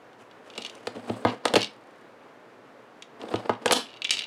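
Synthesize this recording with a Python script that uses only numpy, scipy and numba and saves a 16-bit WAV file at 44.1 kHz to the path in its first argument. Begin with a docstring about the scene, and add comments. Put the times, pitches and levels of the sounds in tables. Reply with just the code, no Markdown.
"""Screw punch at a desk

A small room, one microphone close to a cutting mat, where a screw punch is pressed twice through card.
The cutter grinds and squeaks, then slips in jerks that thump the desk and click the steel spindle.
The spindle knocks as it is set down and springs back, and bangles clink on the moving wrist.
Steady room noise lies underneath; the camera's limiter holds down the hardest blows."""
import sys
import numpy as np
from scipy import signal
from scipy.fft import rfft, irfft, next_fast_len
from scipy.io import wavfile
from scipy.ndimage import uniform_filter1d, minimum_filter1d
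from numba import njit

SR = 44100
rng = np.random.default_rng(int(sys.argv[2]) if len(sys.argv) > 2 else 0)


def to_wav(sig):
    """Store sig (one row per channel, or 1-D mono) as 16-bit WAV at the path in sys.argv[1].

    Samples outside -1..1 are clipped; the rate is SR.
    """
    pcm = np.clip(np.atleast_2d(sig), -1, 1) * 32767
    pcm = np.round(pcm).astype(np.int16)
    wavfile.write(sys.argv[1], SR, pcm.T)  # frames by channels


N = 187910
TIME = np.arange(N) / SR
RING = TIME[:SR // 3]  # time axis of one hit

# the cutter turns in the card on each downstroke:
# (start [s], crest [s], end [s], groan [dB], hiss [dB], squeak [dB])
PRESSES = [(0.936, 1.1, 1.211, -43, -59.5, -62.5), (3.187, 3.325, 3.449, -41.5, -61, -63)]
# the cutter slips deeper into the thick card: (time [s], thump [dB], thump centre [Hz])
SLIPS = [(0.9642, -34, 330), (1.0973, -23, 330), (1.2504, -11.5, 595), (3.234, -33.5, 430),
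         (3.3395, -20, 380), (3.4942, -17, 574)]


def undb(db):
    """Decibels to gain."""
    return 10 ** (np.asarray(db) / 20)


def unit(x):
    """Scale to rms 1."""
    return x / np.sqrt(np.mean(x ** 2))


def unit_hit(x):
    """Scale to rms 1 over the first hundredth of a second."""
    return x / np.sqrt(np.mean(x[:SR // 100] ** 2))


def decay(t, t60):
    """Gain that falls by 60 dB in t60 seconds."""
    return np.exp(-np.log(1000) * t / t60)


def lookup(hz, points):
    """Read a (frequency, value) table on a log-frequency axis."""
    f, value = np.transpose(points)
    return np.interp(np.log(hz + 1), np.log(f), value)


def colour(x, points):
    """Minimum-phase filter with the response (frequency [Hz], gain [dB])."""
    size = 2 * next_fast_len(len(x))
    cepstrum = irfft(np.log(undb(lookup(np.fft.rfftfreq(size, 1 / SR), points))))
    cepstrum[1:size // 2] *= 2
    cepstrum[size // 2 + 1:] = 0
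    return irfft(rfft(x, size) * np.exp(rfft(cepstrum)))[:len(x)]


def waver(flat_hz, stop_hz):
    """Slow random motion of rms 1."""
    return unit(colour(rng.standard_normal(N), [(flat_hz, 0), (stop_hz, -60)]))


def pulses(per_s):
    """Impulses of random size at random moments."""
    return rng.standard_normal(N) * (rng.random(N) < per_s / SR)


def uneven_times(start, end, count):
    """Moments spread unevenly over a span."""
    return start + (end - start) * (np.arange(count) + rng.random(count)) / count


def add(track, s, sound):
    """Mix a sound in at time s."""
    i = int(s * SR)
    track[i:i + len(sound)] += sound[:N - i]


def strike(modes, tilt_db, scatter_db, detune, distant=False):
    """Ring the modes, tilted per octave; each contact point weights and tunes them a little differently."""
    hz, db, t60 = np.transpose(modes)[:, :, None]
    weight, tuning = rng.standard_normal((2, len(modes), 1))
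    gain = undb(db + tilt_db * np.log2(hz / hz[0]) + scatter_db * weight)
    if distant:  # far from the blow, neighbouring modes swing against each other and the sound swells in
        gain = gain * (-1) ** np.arange(len(modes))[:, None]
    tones = np.sin(2 * np.pi * hz * (1 + detune * tuning) * RING)
    return np.sum(gain * tones * decay(RING, t60), axis=0)


def burst(spectrum, tilt_db):
    """The crack of a contact: a sharp spike of noise, then a short tail."""
    envelope = np.exp(-RING / .0007) + np.exp(-RING / .0042)
    tilted = [(f, db + tilt_db * np.log2(np.clip(f / 2300, 1, 4.2))) for f, db in spectrum]
    return unit_hit(colour(rng.standard_normal(len(RING)) * envelope, tilted))


def room_tone():
    """Steady room noise all round the microphone, wavering slightly."""
    # spectrum of the quiet room: (frequency [Hz], relative level [dB])
    spectrum = [(25, -36), (60, -14.5), (85, -38), (110, -5), (170, -10), (245, -2), (330, -2.5),
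                (490, 0.5), (750, -4), (1050, -5.5), (1700, -10), (5100, -29), (12500, -42.5), (16000, -50)]
    level_db = -51 + .5 * waver(6, 40)
    return unit(colour(rng.standard_normal(N), spectrum)) * undb(level_db)


def clink(db, tilt_db, ring_db):
    """Metal hoops of slightly different sizes knock together: a tick and a short ring."""
    # modes of a bangle: (frequency [Hz], relative level [dB], t60 [s])
    hoop_modes = [(2336, -1, 0.11), (2745, 3, 0.073), (2870, 12.5, 0.065), (3010, -6, 0.1),
                  (3350, -20, .03), (3450, -14, 0.044), (3460, -13.5, .03), (3860, 9, 0.049),
                  (4600, -7, 0.019), (4516, 8, 0.054), (5110, 0, 0.046), (5900, -8, 0.028)]
    # spectrum of the contact: (frequency [Hz], relative level [dB])
    tick_spectrum = [(150, -39), (900, -19), (1650, -11.5), (2300, 2.5), (2950, 10), (3700, 9), (4500, 1),
                     (6000, -1.5), (9500, -11), (12000, -28), (16000, -45)]
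    ring = unit_hit(strike(hoop_modes, tilt_db, scatter_db=2.5, detune=.02))
    return undb(db) * unit_hit(undb(ring_db) * ring + burst(tick_spectrum, tilt_db))


def bangles():
    """On the working wrist: single clinks, a rattle as each slip jolts the hoops, and soft jingling."""
    # bangles and loose metal: (time [s], level [dB], tilt [dB/octave], ring relative to tick [dB])
    single_clinks = [(0.131, -61.5, 0, -10), (0.312, -56, -3.5, -2), (0.501, -47, -6, -6),
                     (0.5782, -33, 1.5, 0), (0.621, -38.5, -0.5, -4), (0.649, -33, -2.5, 1),
                     (0.663, -37, 1.5, -15), (0.697, -42.5, 2, -6), (0.752, -51.5, 10, -8),
                     (1.481, -32, 0.5, -6), (1.608, -32.5, 2, 1), (1.617, -28.5, -2.5, -3),
                     (1.6295, -27, 2, 2), (1.645, -32, -1, -10), (3.023, -41, -1.5, -10),
                     (3.2157, -44.5, -5, -21), (3.286, -48.5, 0, -15), (3.358, -37, -5, -8),
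                     (3.679, -28.5, -2, -3), (4.0196, -30.5, -8.5, -7.5), (4.0447, -32, -0.5, -10),
                     (4.049, -24, -14.5, -5.5), (4.071, -40, -4, -10), (4.094, -28, -6, -15),
                     (4.1071, -12, 5, -11), (4.111, -19, -16.5, -3.5), (4.137, -30.5, -1, -3),
                     (4.170, -34, -0.5, 0), (4.191, -28, -0.5, -10)]
    # the wrist moves: (start [s], end [s], level [dB], tilt [dB/octave])
    jingles = [(0.53, 0.676, -47.5, -5), (1.592, 1.672, -42.5, -3), (1.685, 2.047, -71, 20),
               (3.852, 3.977, -50, -7), (4.045, 4.131, -50, -6), (4.122, 4.25, -35, -5),
               (1.267, 1.309, -44, -9.5)]
    jolt_lag_s, jolt_length_s = .012, .045
    out = np.zeros(N)
    for s, db, tilt_db, ring_db in single_clinks:
        add(out, s, clink(db, tilt_db, ring_db))
    for slip_s, thump_db, _ in SLIPS:
        for s in slip_s + jolt_lag_s + uneven_times(0, jolt_length_s, count=5):
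            add(out, s, clink(thump_db - 33.5, tilt_db=-7.5, ring_db=-10))
    for start, end, db, tilt_db in jingles:
        for s in uneven_times(start, end, count=10):
            add(out, s, clink(db + 1.4 * rng.standard_normal(), tilt_db, ring_db=-.5))
    return out


def room(x):
    """Echoes and standing waves build up once the nearest wall answers; the top treble dies soonest."""
    # spectrum of the diffuse echoes: (frequency [Hz], relative level [dB])
    walls = [(60, -21), (110, -21), (160, 0), (230, 2), (400, -8), (1000, -3.5), (3000, -5.5), (6000, -6),
             (10000, -8), (16000, -0.5)]
    # decay of the echoes: (frequency [Hz], t60 [s])
    decay_times = [(100, 0.29), (500, 0.21), (3000, 0.26), (8000, 0.21), (16000, 0.17)]
    # standing waves: (frequency [Hz], level [dB], t60 [s])
    room_modes = [(117.8, -41, 0.16), (246.8, -44, 0.21), (507, -40, 0.037), (680, -42.5, 0.11),
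                  (791, -44, 0.19)]
    t = TIME[:SR // 2]
    hz = np.fft.rfftfreq(len(t), 1 / SR)
    spectrum = rfft(rng.standard_normal(len(t))) * undb(lookup(hz, walls))
    octave = np.round(np.log2(np.maximum(hz, 64)))
    build_up = np.clip((t - .004) / .0076, 0, 1)
    tail = build_up * sum(irfft(spectrum * (octave == k), len(t)) * decay(t, lookup(2 ** k, decay_times))
                          for k in np.unique(octave))
    waves = sum(undb(db) * np.sin(2 * np.pi * f * t) * decay(t, t60) for f, db, t60 in room_modes)
    return signal.fftconvolve(x, tail / np.sqrt(np.sum(tail ** 2)) + build_up * waves)[:N]


def stroke(start, end, attack_s=.023, release_s=.037):
    """Gain of one movement of the hand: attack, hold, release."""
    return np.clip((TIME - start) / attack_s, 0, 1) * np.exp(-np.maximum(TIME - end, 0) / release_s)


def effort(start, crest, end, load_s=.043, load_db=5):
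    """Gain of a downstroke: it swells as the cutter bites, holds, and strains before each slip."""
    swell_db = np.interp(TIME, [start, crest], [-6, 0])
    strain_db = sum(np.interp(TIME, [s - load_s, s - load_s / 2, s], [0, load_db, load_db], right=0)
                    for s, _, _ in SLIPS)
    return stroke(start, end) * undb(swell_db + strain_db)


def grind():
    """Card fibres catch and tear in dense uneven grains: a groan through the desk and a fine hiss."""
    # the punch slides over the card or is drawn out: (start [s], end [s], groan [dB], hiss [dB])
    rubs = [(0.18, 0.21, -55.5, -58.5), (0.437, 0.935, -53.5, -61), (0.557, 0.622, -53, -65),
            (1.27, 1.327, -38.5, -53.5), (1.434, 1.565, -36, -57.5), (3.605, 3.663, -41.5, -58),
            (3.65, 3.763, -34.5, -48)]
    # the tearing heard through the desk: (frequency [Hz], relative level [dB])
    groan_spectrum = [(60, -69), (110, -4), (160, -24), (230, 13), (350, 5.5), (480, 13), (750, 6),
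                      (1100, 1), (2500, -13), (5000, -14.5), (9000, -63)]
    # the hiss of the fibres: (frequency [Hz], relative level [dB])
    hiss_spectrum = [(1000, 10.5), (3000, 13.5), (4200, -5), (5800, 2), (7200, 2.5), (8300, -1),
                     (9500, -0.5), (10700, -7.5), (12000, -12), (16000, -29)]
    moves = [(effort(*times), groan_db, hiss_db) for *times, groan_db, hiss_db, _ in PRESSES]
    moves += [(stroke(*times), groan_db, hiss_db) for *times, groan_db, hiss_db in rubs]
    groan_gain = sum(shape * undb(db) for shape, db, _ in moves)
    hiss_gain = sum(shape * undb(db) for shape, _, db in moves)
    catching = undb(2.8 * waver(40, 160))
    out = np.zeros(N)
    for spectrum, gain in ((groan_spectrum, groan_gain), (hiss_spectrum, hiss_gain)):
        grains = pulses(per_s=7000) * undb(2 * rng.exponential(size=N))
        out += unit(colour(grains, spectrum)) * gain * catching
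    return out


def blow(thump_db, thump_hz, click_db, tilt_db, ring_share, reach_oct):
    """The steel clicks, and the desk answers a moment later for a share of its free ring time."""
    # modes of desk and mat: (frequency [Hz], relative level [dB], t60 [s])
    desk_modes = [(113, -5.5, 0.098), (181, -8.5, 0.041), (219, 0, 0.052), (267.6, 1, 0.038),
                  (330, 0, 0.029), (437.5, 4, 0.033), (506, 1, 0.035), (590, -1.5, 0.038),
                  (706, -2.5, 0.043), (813.4, -5, 0.063), (910, 2.5, 0.016), (1251, -1.5, 0.031),
                  (1468, -10.5, 0.064), (1637, -3.5, 0.042), (2113, -11.5, 0.078)]
    # modes of the steel spindle and cutter: (frequency [Hz], relative level [dB], t60 [s])
    steel_modes = [(2470, -27, 0.019), (3160, 4, 0.048), (3470, 9.5, 0.038), (4210, 12, 0.035),
                   (4640, 11, 0.024), (5270, 8, 0.021), (5770, -4, 0.055), (6940, -2.5, 0.087),
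                   (7450, 4, 0.03), (8440, 5.5, .045), (10000, -17, 0.02), (10520, -1, 0.046)]
    # spectrum of the contact: (frequency [Hz], relative level [dB])
    crack_spectrum = [(300, -21.5), (1200, 2.5), (2000, 0.5), (3200, 5), (5000, -3.5), (9000, -8),
                      (11000, -14.5), (13000, -26), (16000, -48)]
    # the blow's speed picks the modes near thump_hz; beyond reach_oct below it they grow no weaker
    excited = [(f, db - 3.64 * max(np.log2(f / thump_hz), -reach_oct) ** 2, t60 * ring_share)
               for f, db, t60 in desk_modes]
    thump = unit_hit(strike(excited, tilt_db=0, scatter_db=3, detune=.0041, distant=True))
    steel = unit_hit(strike(steel_modes, tilt_db, scatter_db=-1.5, detune=.0066))
    click = unit_hit(undb(-7) * steel + burst(crack_spectrum, tilt_db))
    return undb(thump_db) * thump + undb(click_db) * click


def spindle_knocks():
    """The free spindle knocks brightly as the punch is set down and as it springs back."""
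    # knocks: (time [s], thump [dB], thump centre [Hz], click [dB], click tilt [dB/octave])
    knocks = [(0.579, -36, 373, -39.5, -4), (0.871, -27.5, 437, -32.5, -5), (1.4539, -18.5, 770, -23.5, -2),
              (1.538, -17.5, 510, -25.5, -2), (1.5562, -12.5, 496, -13, -3.5),
              (1.5631, -14.5, 392, -20.5, -6), (3.6589, -18.5, 975, -24.5, 0),
              (3.71, -20.5, 686, -19, -6.5), (3.722, -13, 814, -14, 7.5), (3.726, -16.5, 540, -17.5, 5),
              (3.732, -29, 500, -6.5, 2)]
    out = np.zeros(N)
    for s, db, hz, click_db, tilt_db in knocks:
        add(out, s, blow(db, hz, click_db, tilt_db, ring_share=.98, reach_oct=2.3))
    return out


def squeak(width_s=.11):
    """Stick-slip pulses come in spurts and ring the cutter's high modes while it turns fastest."""
    # modes of the cutter: (frequency [Hz], relative level [dB], t60 [s])
    cutter_modes = [(6800, -11, .0045), (8150, 3, .004), (8960, 0, .0039), (11000, -12, .002)]
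    spurts = undb(3.5 * waver(30, 120))
    stick_slip = pulses(per_s=1500) * spurts
    ring = strike(cutter_modes, tilt_db=0, scatter_db=1.5, detune=0)
    gain = sum(effort(start, crest, end) * np.exp(-((TIME - crest) / width_s) ** 2 / 2) * undb(db)
               for start, crest, end, _, _, db in PRESSES)
    return unit(signal.fftconvolve(stick_slip, ring)[:N]) * gain


def cutter_slips():
    """The cutter jerks deeper with a dull thump; the harder the hand presses, the shorter the desk rings."""
    firm_db, firm_share, halving_db = -13, .72, 13
    out = np.zeros(N)
    for s, db, hz in SLIPS:
        share = firm_share * 2 ** ((firm_db - db) / halving_db)
        add(out, s, blow(db, hz, click_db=db - 16.5, tilt_db=-12, ring_share=share, reach_oct=1.39))
    return out


def scene():
    """At the microphone: the work close by, the room behind it; the desk radiates little deep bass."""
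    slips, knocks, clinks = cutter_slips(), spindle_knocks(), bangles()
    direct = slips + knocks + clinks + grind() + squeak()
    echoes = room(undb(-9) * slips + undb(-11) * knocks + undb(-12) * clinks)
    desk_low_cut = signal.butter(3, 98, "high", fs=SR, output="sos")
    return (signal.sosfilt(desk_low_cut, direct + echoes) + room_tone())[None]


@njit
def follow_peaks(x, release):
    """The limiter's detector jumps to each peak and sinks back."""
    held, peak = np.empty(len(x)), 0.
    for i in range(len(x)):
        peak = max(abs(x[i]), peak * release)
        held[i] = peak
    return held


def record(dry):
    """The camera's fast limiter flattens the hardest blows; deep bass and the very top are cut."""
    ceiling, release_s, low_hz, top_hz = .5, .02, 60, 16200
    peaks = follow_peaks(dry[0], np.exp(-1 / (release_s * SR)))
    gain = np.minimum(1, ceiling / (peaks + 1e-9))
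    gain = uniform_filter1d(minimum_filter1d(gain, size=45), size=45)  # eases in just ahead of a peak
    limited = signal.sosfilt(signal.butter(2, low_hz, "high", fs=SR, output="sos"), dry * gain)
    return signal.sosfilt(signal.ellip(8, .2, 70, top_hz, fs=SR, output="sos"), limited)


dry = scene()
out = record(dry)
to_wav(out)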